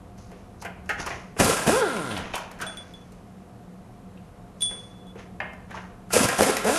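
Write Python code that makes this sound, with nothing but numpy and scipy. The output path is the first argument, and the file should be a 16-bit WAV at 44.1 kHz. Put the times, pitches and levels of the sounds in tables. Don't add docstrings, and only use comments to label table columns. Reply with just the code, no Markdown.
import sys
import numpy as np
from scipy import signal
from scipy.io import wavfile
from scipy.ndimage import uniform_filter1d

SR = 44100
rng = np.random.default_rng(int(sys.argv[2]) if len(sys.argv) > 2 else 0)


def output_pcm(signal):
    pcm = np.clip(np.atleast_2d(signal).T, -1, 1) * 32767
    wavfile.write(sys.argv[1], SR, np.round(pcm).astype(np.int16))


N = 298998

# time_s, vanes passing the exhaust_hz, puff_db, ring of the exhaust passage_db
FREE_RUN = [(1.715, 346.7, -34, -38), (1.733, 401.6, -24.5, -21), (1.763, 496, -28, -48),
            (1.795, 542, -28, -25), (1.81, 495.4, -31, -42), (1.826, 451, -23, -30),
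            (1.852, 384.5, -30, -35), (1.894, 286.8, -39, -30.5), (2.008, 155.4, -36, -49),
            (2.04, 141.5, -40, -36), (2.092, 115.1, -38.5, -37), (2.152, 98.16, -37.5, -50),
            (2.25, 66.3, -47.5, -51)]
# touched_s, wide open_s, let go_s, end of coasting_s, hiss_db, hiss sag while held_db,
# hiss after letting go_db, clatter_db, clatter coasting_db, rumble_db, fade while coasting_db
TRIGGER_PULLS = [(1.356, 1.399, 1.545, 1.675, -25, -4, -32.5, -28, -33, -29.5, -5),
                 (1.643, 1.675, 1.81, 2.19, -28, -6.5, -42.5, -31, -33.5, -37, -7),
                 (6.09, 6.137, 6.26, 6.39, -22, -6.5, -33, -29, -31.5, -36, -5),
                 (6.374, 6.382, 6.51, 6.64, -29, -1, -34, -32, -29.5, -38, -9),
                 (6.573, 6.671, 6.8, 6.9, -31, 1.5, -31, -32, -28, -49, -7)]
# pitch_hz, level_db
CRACK_COLOUR = [(2500, -28), (4000, 8.5), (6000, 10.5), (9000, 7), (13000, 5)]
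# pitch_hz, t60_s
HALL_DECAY = [(100, .8), (500, .7), (1500, .6), (3000, .5), (5000, .32), (12000, .22)]


def amp(db):
    return 10 ** (np.asarray(db) / 20)


def evened(x):
    return x / np.sqrt(np.mean(x ** 2) + 1e-20)


def read(points, hz):
    f, value = np.transpose(points)
    return np.interp(np.log(hz + 1), np.log(f + 1), value)


def curve(tables, index, silent=-120):
    t, out = np.arange(N) / SR, np.full(N, float(silent))
    for rows in map(np.array, tables):
        inside = (t >= rows[0, 0]) & (t <= rows[-1, 0])
        out[inside] = np.interp(t[inside], rows[:, 0], rows[:, index])
    return out


def level(tables, index):
    return uniform_filter1d(amp(curve(tables, index)), size=130)


def colour(x, points):
    hz = abs(np.fft.fftfreq(8192, 1 / SR))
    log_gain = np.log(amp(np.maximum(read(points, hz), -100)))
    min_phase = -signal.hilbert(log_gain).imag
    taps = np.fft.ifft(np.exp(log_gain + 1j * min_phase)).real[:4096]
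    return signal.oaconvolve(x, taps)[:len(x)]


def resonate(x, hz, width_hz):
    r = np.exp(-np.pi * width_hz / SR)
    poles = [2, -4 * r * np.cos(2 * np.pi * hz / SR), 2 * r * r]
    return signal.lfilter([1 - r * r, 0, r * r - 1], poles, x)


def resonate_twice(x, hz, width_hz):
    return resonate(resonate(x, hz, width_hz), hz, width_hz)


def noise():
    return rng.standard_normal(N)


def grit(spread_db, per_s):
    sizes = amp(spread_db * np.minimum(rng.exponential(1, N), 3.5))
    clicks = sizes * (rng.random(N) < per_s / SR)
    return noise() * (.5 + evened(clicks))


def add(mix, s, sound):
    part = mix[round(s * SR):][:len(sound)]
    part += sound[:len(part)]


def scatter(x, t60s, start):
    taps, at = np.zeros(SR), np.arange(start, SR - 20, 20)
    taps[at + rng.integers(0, 20, len(at))] = rng.choice([-1., 1.], len(at))
    hz, t, z = signal.stft(taps, SR, nperseg=256)
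    decay = amp(-60 * t / read(t60s, hz)[:, None])
    tail = signal.istft(z * decay, SR, nperseg=256)[1]
    return signal.fftconvolve(x, tail / np.linalg.norm(tail))[:N]


def hall(x):
    turn = 2 * np.pi * np.arange(N) / SR * 9
    shares = [np.sqrt(2 / 3) * np.cos(turn + k * np.pi / 3) for k in range(3)]
    return sum(scatter(x * share, HALL_DECAY, start=400) for share in shares)


def air():
    opening_db, let_go_s = -46.5, 0.0039
    die_away_s, die_away_db = 0.075, -24
    shudder_db_per_s = -64
    t, out = np.arange(N) / SR, np.zeros((3, N))
    for (touched, opened, let_go, coast_end, hiss_db, sag_db, after_db,
         clatter_db, coast_db, rumble_db, fade_db) in TRIGGER_PULLS:
        times = [touched, opened, let_go, let_go + let_go_s, coast_end, coast_end + die_away_s]

        def follow(open_db, held_db, released_db):
            coasted_db = released_db + fade_db
            points = [open_db + opening_db, open_db, held_db, released_db, coasted_db, coasted_db + die_away_db]
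            return np.interp(t, times, points, -120, -120)

        hiss = follow(hiss_db, hiss_db + sag_db, after_db)
        clatter = follow(clatter_db, clatter_db, coast_db)
        held_rumble_db = rumble_db + shudder_db_per_s * (let_go - opened)
        shudder = np.interp(t, times[:4], [-120, rumble_db, held_rumble_db, -120])
        out = np.maximum(out, amp([hiss, clatter, shudder]))
    return out


def workshop():
    # pitch_hz, level_db
    vent_colour = [(8.8, -40), (15, -35), (36, -2), (60, -13.5), (103, -8), (149, -13), (186, -5.5),
                   (301, -15), (704, -20.5), (767, -22.5), (1140, -23), (1650, -31.5), (4690, -43),
                   (11900, -44), (13000, -57)]
    # pitch_hz, width_hz, level_db
    fan_tones = [(86.6, 2.3, -60.5), (116, 6, -56), (184.14, 6.2, -49.5), (426, 5, -66),
                 (495.4, 6.1, -62.5), (710, 22, -58.5)]
    # time_s, level_db
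    rumble_level = [(0.0, -46.5), (0.34, -55), (1.19, -44.5), (1.26, -60), (2.21, -72), (2.79, -57),
                    (4.6, -79), (5.36, -52), (5.91, -50), (6.04, -77), (6.78, -62)]
    vents = amp(-48.5) * evened(colour(noise(), vent_colour))
    hum = sum(amp(db) * evened(resonate(noise(), f, w)) for f, w, db in fan_tones)
    rumble = evened(resonate_twice(noise(), 69, 62))
    shudder_gain = air()[2]
    return vents + hum + (amp(curve([rumble_level], index=1)) + shudder_gain) * rumble


def rustle():
    # peak_s, scrape_db, swish_db, fade_db_per_s
    moves = [(.186, -60.5, -59.5, -54), (.32, -52, -66, -94), (0.618, -66, -48.5, -400),
             (0.903, -48, -47.5, -240), (1.001, -32, -39, -230), (1.066, -34.5, -42.5, -110),
             (2.2, -36.5, -53, -46), (2.342, -38, -44, -130), (2.616, -34.5, -46, -270),
             (2.664, -47, -55, -39), (4.622, -50.5, -43.5, -160), (4.7, -50.5, -54.5, -69),
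             (5.19, -45, -57.5, -170), (5.714, -42.5, -58, -200), (5.754, -40.5, -53, -140)]
    # pitch_hz, level_db
    steel_colour = [(300, 10), (1000, 6.5), (2500, 3), (4000, -7), (6500, -54)]
    # pitch_hz, level_db
    cloth_colour = [(2500, -14), (4500, 6.5), (6500, 9), (8000, -9), (11000, -0.5), (13000, -61)]
    grab_db_per_s = 816
    scrape, swish = grit(3, 3000), grit(2, 4000)
    s, scrape_db, swish_db, fade = np.transpose(moves)[:, :, None]
    since = np.arange(N) / SR - s
    shape_db = np.where(since < 0, grab_db_per_s, fade) * since
    steel = amp((scrape_db + shape_db).max(0))
    cloth = amp((swish_db + shape_db).max(0))
    return steel * evened(colour(scrape, steel_colour)) + cloth * evened(colour(swish, cloth_colour))


def socket():
    # start_s, level_db, upper modes_db, extra for the top mode_db,
    # damping by the glove_db_per_s (above 0 counts as none), gripped after_s
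    taps = [(2.3444, -40, -8, -5, -100, 0.023), (2.614, -55.5, 6.5, 0, -50, 0.011),
            (2.6664, -34.5, -6.5, -13, -58, 0.08), (2.7715, -35.5, -11, -12, -96, 0.057),
            (2.937, -43, -24, -5, -200, 0.093), (3.012, -60, -20, -2, 5, 0.025),
            (4.6074, -33, -16, 4, -7, .5), (4.6204, -21, -8.5, -0.5, 2, 0.73),
            (4.994, -57.5, -25, 0, -8, 0.089), (5.0694, -50.5, -22, -3, -5, 0.047)]
    mode_hz = [3427, 3444, 8905, 9042]
    # level_db, t60_s
    mode_decay = [(2, 0.44), (-21, 1.1), (3.5, 0.41), (11, 0.2)]
    clank_db, clank_t60_s, clank_width_hz = -5.5, 0.036, 100
    out, t = np.zeros(N), np.arange(SR) / SR
    ticks = rng.standard_normal((len(taps), len(t)))
    rise = 1 - .5 * np.exp(-t / 0.000094) - .5 * np.exp(-t / 0.0049)
    for (s, db, upper_db, top_db, damping, free), tick in zip(taps, ticks):
        ring = np.zeros(len(t))
        for f, (d, t60) in zip(mode_hz, mode_decay):
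            mode_db = d + upper_db * (f > 5000) + top_db * (f > 9000)
            ring += amp(mode_db - 60 * t / t60) * np.sin(2 * np.pi * f * t)
        grip = amp(min(damping, 0) * t) * amp(-60 * np.maximum(t - free, 0) / 0.031)
        ring *= (amp(-34.0) + grip) * rise
        clank = evened(resonate(tick, mode_hz[0], clank_width_hz))
        ring += amp(clank_db - 60 * t / clank_t60_s) * clank
        crack = amp(-10.0 - 60 * t / 0.015) * colour(tick, CRACK_COLOUR)
        add(out, s, amp(db) * (ring + crack))
    return out


def knocks(table):
    # pitch_hz, level_db
    chassis_colour = [(120, -31), (250, -8.5), (700, 4), (1000, -0.5), (1600, -2.5), (2500, -6),
                      (3100, -8.5), (3800, -28.5), (6000, -48)]
    # pitch_hz, level_db, t60_s
    stand_modes = [(730, -15, 0.099), (1140, -27, 0.047), (1490, -12, 0.1), (1575, -9, 0.099),
                   (1850, -3, 0.14), (2010, -5, 0.11), (2130, -2, 0.2), (2560, -2, 0.12), (2740, -8, .06),
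                   (3030, -4, 0.13)]
    stand_db, reach_octaves = -11, 0.33
    contact_db, contact_s = -7.5, 0.001535
    out, t = np.zeros(N), np.arange(12000) / SR
    rise = 1 - np.exp(-t / .001)
    noises = rng.standard_normal((len(table), 3, len(t)))
    for (s, db, treble_db, hz, t60, ring_db, hold), (a, b, c) in zip(table, noises):
        fall = amp(-60 * np.maximum(t - hold, 0) / max(t60, .01)) * rise
        spot = resonate_twice(a, hz, .35 * hz + 60)
        body = evened(colour(a, chassis_colour)) + amp(ring_db) * evened(spot)
        body *= fall / np.sqrt(np.mean((body * fall) ** 2) / np.mean(fall ** 2))
        touch = resonate(np.exp(-t / 0.00005), hz, hz) + np.exp(-t / .0001)
        touch = colour(touch, chassis_colour)
        touch = np.roll(touch / abs(touch).max(), round(contact_s * SR))
        body += amp(contact_db) * touch
        panels = amp(-14.0 - 60 * t / 0.23) * rise * evened(colour(c, chassis_colour))
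        for (f, d, ring_s), luck in zip(stand_modes, c):
            distance = np.log2(f / hz) / reach_octaves
            mode_gain = amp(stand_db + d - 7 * distance ** 2 - 60 * t / ring_s) * np.tanh(luck)
            panels += rise * mode_gain * np.sin(2 * np.pi * f * t)
        crack = fall * amp(treble_db - 60 * t / 0.058) * evened(colour(b, CRACK_COLOUR))
        add(out, s, amp(db) * (body + panels) + crack)
    return out


def rotor():
    # start_s, vanes passing at the start_hz, gain_hz_per_s, puff_db, roughness 0-1
    spin_ups = [(1.394, 174.4, 2211, -8.5, 0.27), (1.445, 121.8, 2771, -14, 0.31),
                (1.497, 130, 1799, -17.5, 0.13), (1.665, 145.8, 3742, -9, 0.32),
                (6.135, 168.7, 2814, -13, 0.3), (6.195, 171.5, 2823, -17, 0.31),
                (6.24, 132.5, 2972, -11, .2), (6.385, 174.1, 2201, -12, 0.34),
                (6.439, 200.9, 1429, -17.5, 0.22), (6.64, 166.7, 1480, -18.5, 0.09)]
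    loaded_top_hz = 328.3
    catch_s, catch_db, puff_sag_db = 0.029, -13, -11.5
    drag_per_s, coast_puff_db = 4.1, -37
    stops = [row[0] for row in spin_ups + TRIGGER_PULLS]
    stops = sorted(stops + [row[2] for row in TRIGGER_PULLS] + [FREE_RUN[0][0]])
    tables = []
    for s, hz, gain_hz, db, rough in spin_ups:
        end = min(stop for stop in stops if stop > s)
        t = np.arange(s, end, 1 / 500)
        speed = np.minimum(hz + gain_hz * (t - s), loaded_top_hz)
        catch = catch_db * np.maximum(1 - (t - s) / catch_s, 0)
        puff_db = db + catch + puff_sag_db * (t - s) / (end - s)
        tables.append(np.transpose([t, speed, puff_db, rough + 0 * t]))
        for pull in TRIGGER_PULLS:
            if pull[2] == end:
                t = np.arange(end, pull[3], 1 / 500)
                coast = speed[-1] * np.exp(-drag_per_s * (t - end))
                tables.insert(0, np.transpose([t, coast, coast_puff_db + 0 * t, rough + 0 * t]))
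    return tables


def wrench():
    # pitch_hz, level_db
    muffler_colour = [(60, -29.5), (150, 6), (300, 4.5), (480, 7), (700, 6.5), (1000, -3.5), (1350, -8),
                      (1700, -4), (2500, -21.5), (4000, -20.5), (8000, -39)]
    # pitch_hz, level_db
    hiss_colour = [(1470, -26), (2500, 2), (4080, -13), (4750, -2), (5800, -2), (6090, -2), (9080, -1.5),
                   (10300, 0), (12000, -8.5), (12700, -19), (13000, -65)]
    # pitch_hz, half the width of each stage_hz, level_db
    case_modes = [(1036, 61, 2), (1368, 110, 5.5), (1600, 94, 3), (1890, 270, 1), (2280, 76, -20),
                  (2850, 440, -10.5), (3250, 790, -0.5)]
    # multiple of the vane rate, level against its puffs_db
    whine_tones = [(1, 1), (2, -2), (3, -4.5), (4, -24)]
    # from_s, to_s
    ticking_s = (1.845, 2.14)
    ticks_db, free_rough = -48, 0.0463
    spins, (hiss_gain, clatter_gain, _) = rotor(), air()
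    hz = curve(spins + [FREE_RUN], index=1, silent=200)
    rough = np.clip(curve(spins, index=3, silent=free_rough), 0, 1)
    wobble = evened(uniform_filter1d(noise(), size=200))
    turns = np.cumsum(hz * (1 + .3 * rough * wobble)) / SR
    vane = (turns + .5).astype(int)
    strength = amp(8.2 * rough * rng.standard_normal(vane[-1] + 1)[vane])
    harmonics = sum(np.cos(2 * np.pi * k * turns) * (k * hz < 4000) for k in range(1, 25))
    pulses = strength * np.sqrt(hz) * harmonics
    throb = np.exp(-(turns % 1) / 4.5) * strength

    gusts = evened(colour(throb * noise(), muffler_colour))
    puffs = evened(colour(pulses, muffler_colour))
    puffs = (1 - rough) * puffs + rough * gusts
    hiss = evened(colour((1 + 1.1 * throb) * noise(), hiss_colour))
    shaking = (1 + 2.2 * throb) * grit(3, 2000)
    clatter = evened(sum(amp(db) * evened(resonate_twice(shaking, f, 2 * w)) for f, w, db in case_modes))
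    ticks = np.exp(-(turns % 1) / .08) * grit(3, 2000)
    ticks = evened(resonate_twice(ticks, 9300, 900))
    whine = sum(amp(db) * np.cos(2 * np.pi * round(k) * turns) for k, db in whine_tones)
    pipe = evened(resonate_twice(pulses, 1385, 130))

    motor = level(spins + [FREE_RUN], index=2) * puffs
    motor += level([[(s, ticks_db) for s in ticking_s]], index=1) * ticks
    motor += level([FREE_RUN], index=2) * whine + level([FREE_RUN], index=3) * pipe
    return -motor + hiss_gain * hiss + clatter_gain * clatter


def scene():
    # start_s, level_db, treble_db, strongest ring_hz, length as t60_s, ring_db
    stand_knocks = [(0.178, -52, -52, 732, 0.076, -6), (0.314, -43.5, -53, 476, 0.18, 19),
                    (0.62, -38.5, -37, 830, 0.2, -14), (0.859, -49, -49, 415, 0.062, -8),
                    (1.104, -30.5, -59, 1850, 0.16, 0), (1.365, -25, -53, 400, 0.024, 23),
                    (1.568, -28, -27, 1305, 0.27, -20), (1.964, -31.5, -34, 1976, 0.11, -7),
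                    (2.11, -30.5, -42, 3030, 0.11, 1), (2.165, -26.5, -51, 2950, 0.046, 8),
                    (2.175, -32.5, -34.5, 1672, 0.12, -8), (2.348, -31, -50, 2815, 0.064, 18),
                    (2.378, -35.5, -37, 1380, 0.12, 2), (2.513, -40, -39, 485, 0.07, -3),
                    (2.588, -42, -49, 1380, 0.24, 16), (2.6, -36, -43, 1600, .1, 26),
                    (2.608, -41, -47, 3300, 0.091, 20), (2.619, -39, -43, 2730, 0.11, 15),
                    (2.772, -43, -54, 1800, 0.024, -7), (3.12, -50, -50, 425, 0.18, 11),
                    (4.1732, -48, -71, 2820, 0.038, 3), (4.71, -39, -66, 443, 0.14, 3),
                    (5.155, -35, -58, 407, 0.077, 28), (5.194, -42, -55, 1750, 0.041, 0),
                    (5.402, -16.5, -56, 1810, 0.023, 17), (5.532, -46.5, -51, 710, 0.13, -29),
                    (5.706, -45, -49.5, 1670, 0.36, 16), (5.742, -34.5, -65, 1000, 0.17, 33),
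                    (5.771, -31.5, -64, 1430, 0.056, 2), (6.104, -31.5, -41, 1347, 0.077, 1),
                    (6.286, -21.5, -21.5, 1554, 0.17, -4.5), (6.43, -20, -14.5, 1830, 0.063, 23),
                    (6.567, -21, -17, 1991, 0.05, 5)]
    # the same columns, then chatters for_s
    bolt_chatters = [(0.648, -34, -40.5, 1410, 0.097, -8, 0.016), (0.891, -24, -34, 1440, 0.048, 4, 0.021),
                     (0.997, -37.5, -46, 1230, 0.089, -17, 0.016),
                     (1.062, -31, -32.5, 1060, 0.061, -3.5, 0.017),
                     (2.336, -26, -46, 2620, 0.015, 1.5, 0.008), (2.353, -30, -28, 890, 0.043, 2, .014),
                     (2.613, -32, -32, 1390, 0.06, 21, 0.019), (2.636, -41, -58, 680, 0.053, 14, 0.04)]
    # start_s, level_db, treble_db, strongest ring_hz
    hammer_blows = [(1.398, -16, -18.5, 189), (1.444, -21, -19, 190), (1.491, -18.5, -21, 467),
                    (1.667, -19, -25, 188), (6.132, -25.5, -16.5, 487), (6.158, -15, -32, 481.6),
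                    (6.199, -17.5, -30, 216.4), (6.24, -23, -20, 121.2), (6.388, -22.5, -32, 570),
                    (6.417, -19, -21, 459.4), (6.487, -20, -30, 386), (6.643, -24.5, -28, 466),
                    (6.688, -22.5, -35, 500)]
    # pitch_hz, level_db
    side_colour = [(60, -37), (170, -44), (510, -42), (1480, -45.5), (4320, -25.5), (12600, -32)]
    blow_t60_s, blow_ring_db, blow_hold_s = 0.039, 8.5, 0.012
    wrench_echo_db, knock_echo_db, socket_echo_db = -12, -7.0, -17
    blows = knocks([row + (blow_t60_s, blow_ring_db, blow_hold_s) for row in hammer_blows])
    tool = wrench() + blows
    hits = knocks([row + (0,) for row in stand_knocks] + bolt_chatters)
    ring = socket()
    mid = workshop() + rustle() + ring + hits + tool
    mid += hall(amp(socket_echo_db) * ring) + hall(amp(knock_echo_db) * hits)
    mid += scatter(amp(wrench_echo_db) * tool, HALL_DECAY, start=400)
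    side = colour(scatter(mid, [(100, 0.01), (10000, 0.036)], start=0), side_colour)
    return np.array([mid + side, mid - side])


def record(dry):
    low_pass = signal.firwin(511, 12900, window=("kaiser", 9), fs=SR)
    return signal.oaconvolve(dry, low_pass[None], "same")


dry = scene()
out = record(dry)
output_pcm(out)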